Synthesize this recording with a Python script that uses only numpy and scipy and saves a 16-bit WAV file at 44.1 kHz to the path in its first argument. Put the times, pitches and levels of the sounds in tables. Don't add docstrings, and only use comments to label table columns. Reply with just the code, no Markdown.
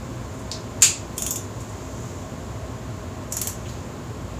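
import sys
import numpy as np
from scipy import signal
from scipy.fft import rfft, irfft
from scipy.io import wavfile
from scipy.ndimage import uniform_filter1d

SR = 44100
rng = np.random.default_rng(int(sys.argv[2]) if len(sys.argv) > 2 else 0)


def undo_db(level):
    steps = np.asarray(level, float) / 20
    return 10 ** steps


def transcribe(u):
    v = np.clip(np.atleast_2d(u).T, -1, 1)
    q = np.round(v * 32767).astype(np.int16)
    wavfile.write(sys.argv[1], SR, q)


N = 193599

# start_s, energy_db
BREAK_EVENTS = [(.8207, 18.5)]
# freq_hz, density_db_per_hz
BREAK_COLOUR = [(500, -30), (1000, -18.5), (1400, -17), (2000, -18.5), (2600, -8.5), (2950, -11.5),
                (3500, -11.5), (4150, -13), (4700, -6), (5600, -14), (7100, -9.5), (8700, -10.5),
                (10000, -16), (14500, -20.5)]
# freq_hz, level_db, t60_s
TUBE_MODES = [(2600, -1, 0.087), (2710, 9, 0.13), (3070, -16, .2), (3580, -5, .09), (4590, -17, .2),
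              (4980, -21, .2), (5830, -22, .2), (6700, 1, .14), (6440, -8, .2), (6660, -4, .14),
              (7040, -3, .25), (7330, 10, 0.16), (7700, -1, 0.081), (7200, -8, .15), (8550, -12, .25),
              (8060, -3, .2), (8963, -29, .2), (9356, -26, .2), (12540, -28, .18)]
# start_s, energy_db
SLACK_EVENTS = [(0.5148, 0.5)]
# freq_hz, density_db_per_hz
SLACK_COLOUR = [(1000, -28), (2000, -10), (3200, -9), (3800, 0), (4700, 3.5), (5400, 1.5), (7200, -13.5),
                (9000, -16), (12000, -24), (17000, -26)]
# freq_hz, level_db, t60_s
SOCKET_MODES = [(3900, -12, .03), (4590, 7, .02), (5200, -7, .05), (5930, -16, .04), (7100, -12, 0.028),
                (8100, -9, .03)]
# start_s, energy_db, seating_0_to_1 (glancing to firm), edge_db (above 12 kHz)
TICKS = [
    (1.1793, -2.5, 0.8, 4),
    (1.2214, -1, 0.7, 2),
    (1.2641, -1.5, .95, 2),
    (1.3071, 0.5, 0, 7),
    (1.358, -4.5, 0.77, 3),
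    (3.3223, -1, 0.1, 1),
    (3.3674, -1, 0.57, 3),
    (3.4144, -1, 0.83, 8),
    (3.4715, -2, 0.8, 9),
]
# freq_hz, density_db_per_hz
TICK_COLOURS = [
    [(1600, -34), (2600, -18.5), (3200, -19), (3520, -8.5), (3900, -30), (5500, -4), (7000, -7.5), (8700, -16), (9400, -10), (10800, -10), (11600, -19), (12400, -4), (13800, -13), (15300, -13.5)],
    [(1700, -21), (2200, -22), (3150, -20), (3700, -24), (4300, -16.5), (4900, -16), (5600, -3.5), (7000, -10.5), (8700, -15), (9400, -7), (10900, -9.5), (11700, -16), (12700, -5.5), (13900, -18)],
]
# freq_hz, level_db, t60_s
PAWL_MODES = [(3210, -13, 0.047), (3560, -12, 0.032), (5450, -7, 0.03), (5870, -5, 0.025),
              (6650, -7, 0.067), (6930, -3, 0.044), (7180, 4, 0.027), (7690, 3.5, 0.03), (8330, 7, 0.019),
              (9500, 11, 0.013), (10100, -4, .014), (11000, -7, 0.036), (12200, -7, .009),
              (12900, -4, .011), (14420, -12, .03), (15200, -56, .03)]
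# start_s, peak_db, centre_hz, width_hz, decay_ms
TOUCHES = [(.335, -51, 9000, 6000, 4), (0.39, -42.5, 9200, 5000, 2), (0.81, -35, 5800, 7000, 5.5),
           (1.127, -53, 13500, 3000, 4), (1.166, -41, 8800, 6000, 6), (1.602, -41.5, 7700, 9000, 4.1),
           (1.69, -49, 7950, 4000, 3.6), (3.31, -43, 8000, 2500, 5), (3.655, -39, 2840, 1500, 4.3),
           (3.685, -41, 4270, 1800, 12), (3.69, -50, 11000, 7000, 12), (3.842, -55, 8000, 4000, 4)]
# peak_s, peak_db, swell_db_per_s, fade_db_per_s
SWEEPS = [
    (.1, -60.5, 30, -2),
    (2.05, -55, 22, 45),
    (3.7, -55, 110, 80),
]
# freq_hz, density_db_per_hz
CLOTH_COLOUR = [(1500, -27), (6500, -3.5), (9000, -16), (16000, -18)]
# freq_hz, t60_s
ROOM_DECAY = [(1000, 0.27), (2600, 0.35), (6000, 0.32), (12500, 0.2), (16000, 0.15)]
# freq_hz, density_db_per_hz
AIR_COLOUR = [(25, -46), (44, -12), (60, -7.5), (103, -2), (190, -6.5), (300, -9), (800, -17),
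              (1100, -18.5), (1900, -26), (3000, -30), (5000, -33.5), (8500, -42.5), (11000, -43.5),
              (17000, -47)]
# freq_hz, width_hz, level_db
BOOM_MODES = [(59.2, 13.2, 12), (93.7, 45, 5.5), (160, 7.9, 0), (242, 41, 4), (265.6, 4, 9), (292, 13, -7),
              (354.6, 26, 5), (407, 10, 4.5), (425, 21, 4), (526, 7.6, -5), (524.5, 9, 10), (570, 5.9, -3),
              (598, 48, 3.5), (637.6, 16.3, 11), (694, 12, 5.5), (920, 28, 4.5), (1030.4, 32, 8),
              (1090, 79, 4.5)]
# freq_hz, level_db_rms
HUM = [(119.4, -46)]

TRAVEL_S = .0006
SECOND_SWING_S = 3
FIRM_BODY_DB, FIRM_SHEEN_DB = 9, 9
PAWL_BOUNCE_MS = 2.2
AIR_DB = -33.5
MIC_HZ, MIC_WIDTH_HZ, MIC_DB = 7165, 2040, 11
STEADY_EDGE_HZ, ATTACK_EDGE_HZ = 15530, 16700


def evened(x):
    return x / np.sqrt(np.mean(x ** 2) + 1e-20)


def read(points, hz):
    f, value = np.transpose(points)
    return np.interp(np.log(hz + 1), np.log(f + 1), value)


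def add(mix, start_s, sound):
    part = mix[round((start_s + TRAVEL_S) * SR):][:len(sound)]
    part += sound[:len(part)]


def coloured(x, gain_db):
    hz = abs(np.fft.fftfreq(4096, 1 / SR))
    log_gain = np.maximum(gain_db(hz), -100) * np.log(10) / 20
    taps = np.fft.ifft(np.exp(np.conj(signal.hilbert(log_gain)))).real[:2048]
    return signal.fftconvolve(x, taps)[:len(x)]


def break_over():
    out = np.zeros(N)
    for start_s, energy_db in BREAK_EVENTS:
        crack = blow(lambda hz: read(BREAK_COLOUR, hz), TUBE_MODES, crack_ms=1.3, ring_db=-6.0, spread_db=2,
                     bounce_ms=11.0, bounce_db=-4, wet_db=5.5, linger=0.98, carried_db=-15.5)
        add(out, start_s, undo_db(energy_db) * crack)
    return out


def ratchet():
    out = np.zeros(N)
    for start_s, energy_db, seating, edge_db in TICKS:
        colour = TICK_COLOURS[int(start_s > SECOND_SWING_S)]
        tick = blow(lambda hz: read(colour, hz), PAWL_MODES, crack_ms=1.9, ring_db=-4.5, spread_db=3.5,
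                    bounce_ms=PAWL_BOUNCE_MS, bounce_db=-7, wet_db=-1.0, linger=0.98, carried_db=-7.5)
        body_db = FIRM_BODY_DB * seating
        sheen_db = FIRM_SHEEN_DB * seating ** 2
        landing = [(4500, body_db), (5200, 0), (8500, 0), (9000, sheen_db), (11300, sheen_db), (11800, edge_db)]
        add(out, start_s, undo_db(energy_db) * coloured(tick, lambda hz: read(landing, hz)))
    return out


def slack():
    out = np.zeros(N)
    for start_s, energy_db in SLACK_EVENTS:
        knock = blow(lambda hz: read(SLACK_COLOUR, hz), SOCKET_MODES, crack_ms=.8, ring_db=2.0, spread_db=0.0,
                     bounce_ms=3.4, bounce_db=-13, wet_db=1, linger=0.89, carried_db=-13)
        add(out, start_s, undo_db(energy_db) * knock)
    return out


def blow(colour_db, modes, crack_ms, ring_db, spread_db, bounce_ms, bounce_db, wet_db, linger, carried_db):
    t = np.arange(SR // 2) / SR
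    chatter = rng.standard_normal(len(t)) * np.exp(-1000 * t / crack_ms)
    chance_db = 10 * np.log10(uniform_filter1d(abs(rfft(chatter, 4096)) ** 2, 50))
    chance_hz = np.fft.rfftfreq(4096, 1 / SR)
    crack = coloured(chatter, lambda hz: colour_db(hz) - np.interp(hz, chance_hz, chance_db))

    mode_hz, mode_db, t60_s = np.transpose(modes)[:, :, None]
    luck = rng.standard_normal((len(modes), 2))
    level = undo_db(mode_db + spread_db * luck[:, :1] - 60 * t / t60_s)
    detuned_hz = mode_hz * (1 + 0.0035 * luck[:, 1:])
    rings = (level * np.sin(2 * np.pi * detuned_hz * t)).sum(0)
    rings /= np.linalg.norm(rings)

    once = crack / np.linalg.norm(crack) + undo_db(ring_db) * rings
    both = once + undo_db(bounce_db) * np.roll(once, round(abs(bounce_ms) * SR / 1000))
    wet = room(colour_db, linger, undo_db(carried_db) * rings)
    whole = both / np.linalg.norm(both) + undo_db(wet_db) * wet
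    return whole / np.linalg.norm(whole)


def touches():
    out = np.zeros(N)
    t = np.arange(SR // 2) / SR
    for start_s, peak_db, centre_hz, width_hz, decay_ms in TOUCHES:
        band_db = lambda hz: -20 * np.log10(1 + (2 * (hz - centre_hz) / width_hz) ** 2)
        puff = coloured(rng.standard_normal(len(t)) * np.exp(-1000 * t / decay_ms), band_db)
        puff /= abs(puff).max()
        wet = undo_db(8.5) * np.linalg.norm(puff) * room(band_db, 0.87)
        add(out, start_s, undo_db(peak_db) * (puff + wet))
    return out


def sleeve():
    t = np.arange(N) / SR
    level = np.zeros(N)
    for peak_s, peak_db, swell, fade in SWEEPS:
        before_s, after_s = np.maximum(peak_s - t, 0), np.maximum(t - peak_s, 0)
        level += undo_db(peak_db - abs(swell) * before_s - abs(fade) * after_s)
    return level * evened(coloured(rng.standard_normal(N), lambda hz: read(CLOTH_COLOUR, hz)))


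def room(colour_db, linger, rings=(0.,)):
    taps = np.zeros(SR // 2)
    at = np.arange(120, len(taps) - 8, 8)
    taps[at + rng.integers(0, 8, len(at))] = rng.choice([-1., 1.], len(at))
    hz, t, z = signal.stft(taps, SR, nperseg=128)
    t60_s = np.clip(linger * read(ROOM_DECAY, hz), .05, 2)[:, None]
    tail = signal.istft(z * undo_db(-60 * t / t60_s), SR, nperseg=128)[1]
    pulse = coloured(signal.unit_impulse(len(taps)), colour_db)
    tail = signal.fftconvolve(tail, pulse / np.linalg.norm(pulse) + rings)[:len(taps)]
    return tail / np.linalg.norm(tail)


def air():
    hz, t = np.fft.rfftfreq(N + 1, 1 / SR), np.arange(N) / SR
    boom_db = sum(db * np.exp(-(2 * (hz - f) / width) ** 2) for f, width, db in BOOM_MODES)
    spectrum = rfft(rng.standard_normal(N + 1)) * undo_db(read(AIR_COLOUR, hz) + boom_db)
    noise = irfft(spectrum, N + 1)[:N]
    drift = signal.lfilter([1], [1, -np.exp(-2 * np.pi * 3 / SR)], rng.standard_normal(N))
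    waver = 1 + 0.91 * evened(drift)
    hum = sum(undo_db(db) * np.sqrt(2) * np.sin(2 * np.pi * f * t) for f, db in HUM)
    return undo_db(AIR_DB) * evened(noise) + waver * hum


def scene():
    return (break_over() + ratchet() + slack() + touches() + sleeve() + air())[None]


def band_limit(x):
    return signal.sosfilt(signal.butter(12, 16780, fs=SR, output="sos"), x)


def record(dry):
    heard = coloured(dry[0], lambda hz: MIC_DB * np.exp(-(2 * (hz - MIC_HZ) / MIC_WIDTH_HZ) ** 2))
    heard = .9 * np.tanh(heard / .9)

    def below(edge_hz):
        return signal.oaconvolve(heard, signal.firwin(1023, edge_hz, window=("kaiser", 9), fs=SR), "same")

    low = below(STEADY_EDGE_HZ)
    top = below(ATTACK_EDGE_HZ) - low
    power = uniform_filter1d(top ** 2, 130)
    attack = power > 8 * np.roll(uniform_filter1d(power, 600), 500)
    opened = undo_db(-26) * top * uniform_filter1d(1. 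* attack, 100)
    return band_limit((low + opened)[None])


dry = scene()
out = record(dry)
transcribe(out)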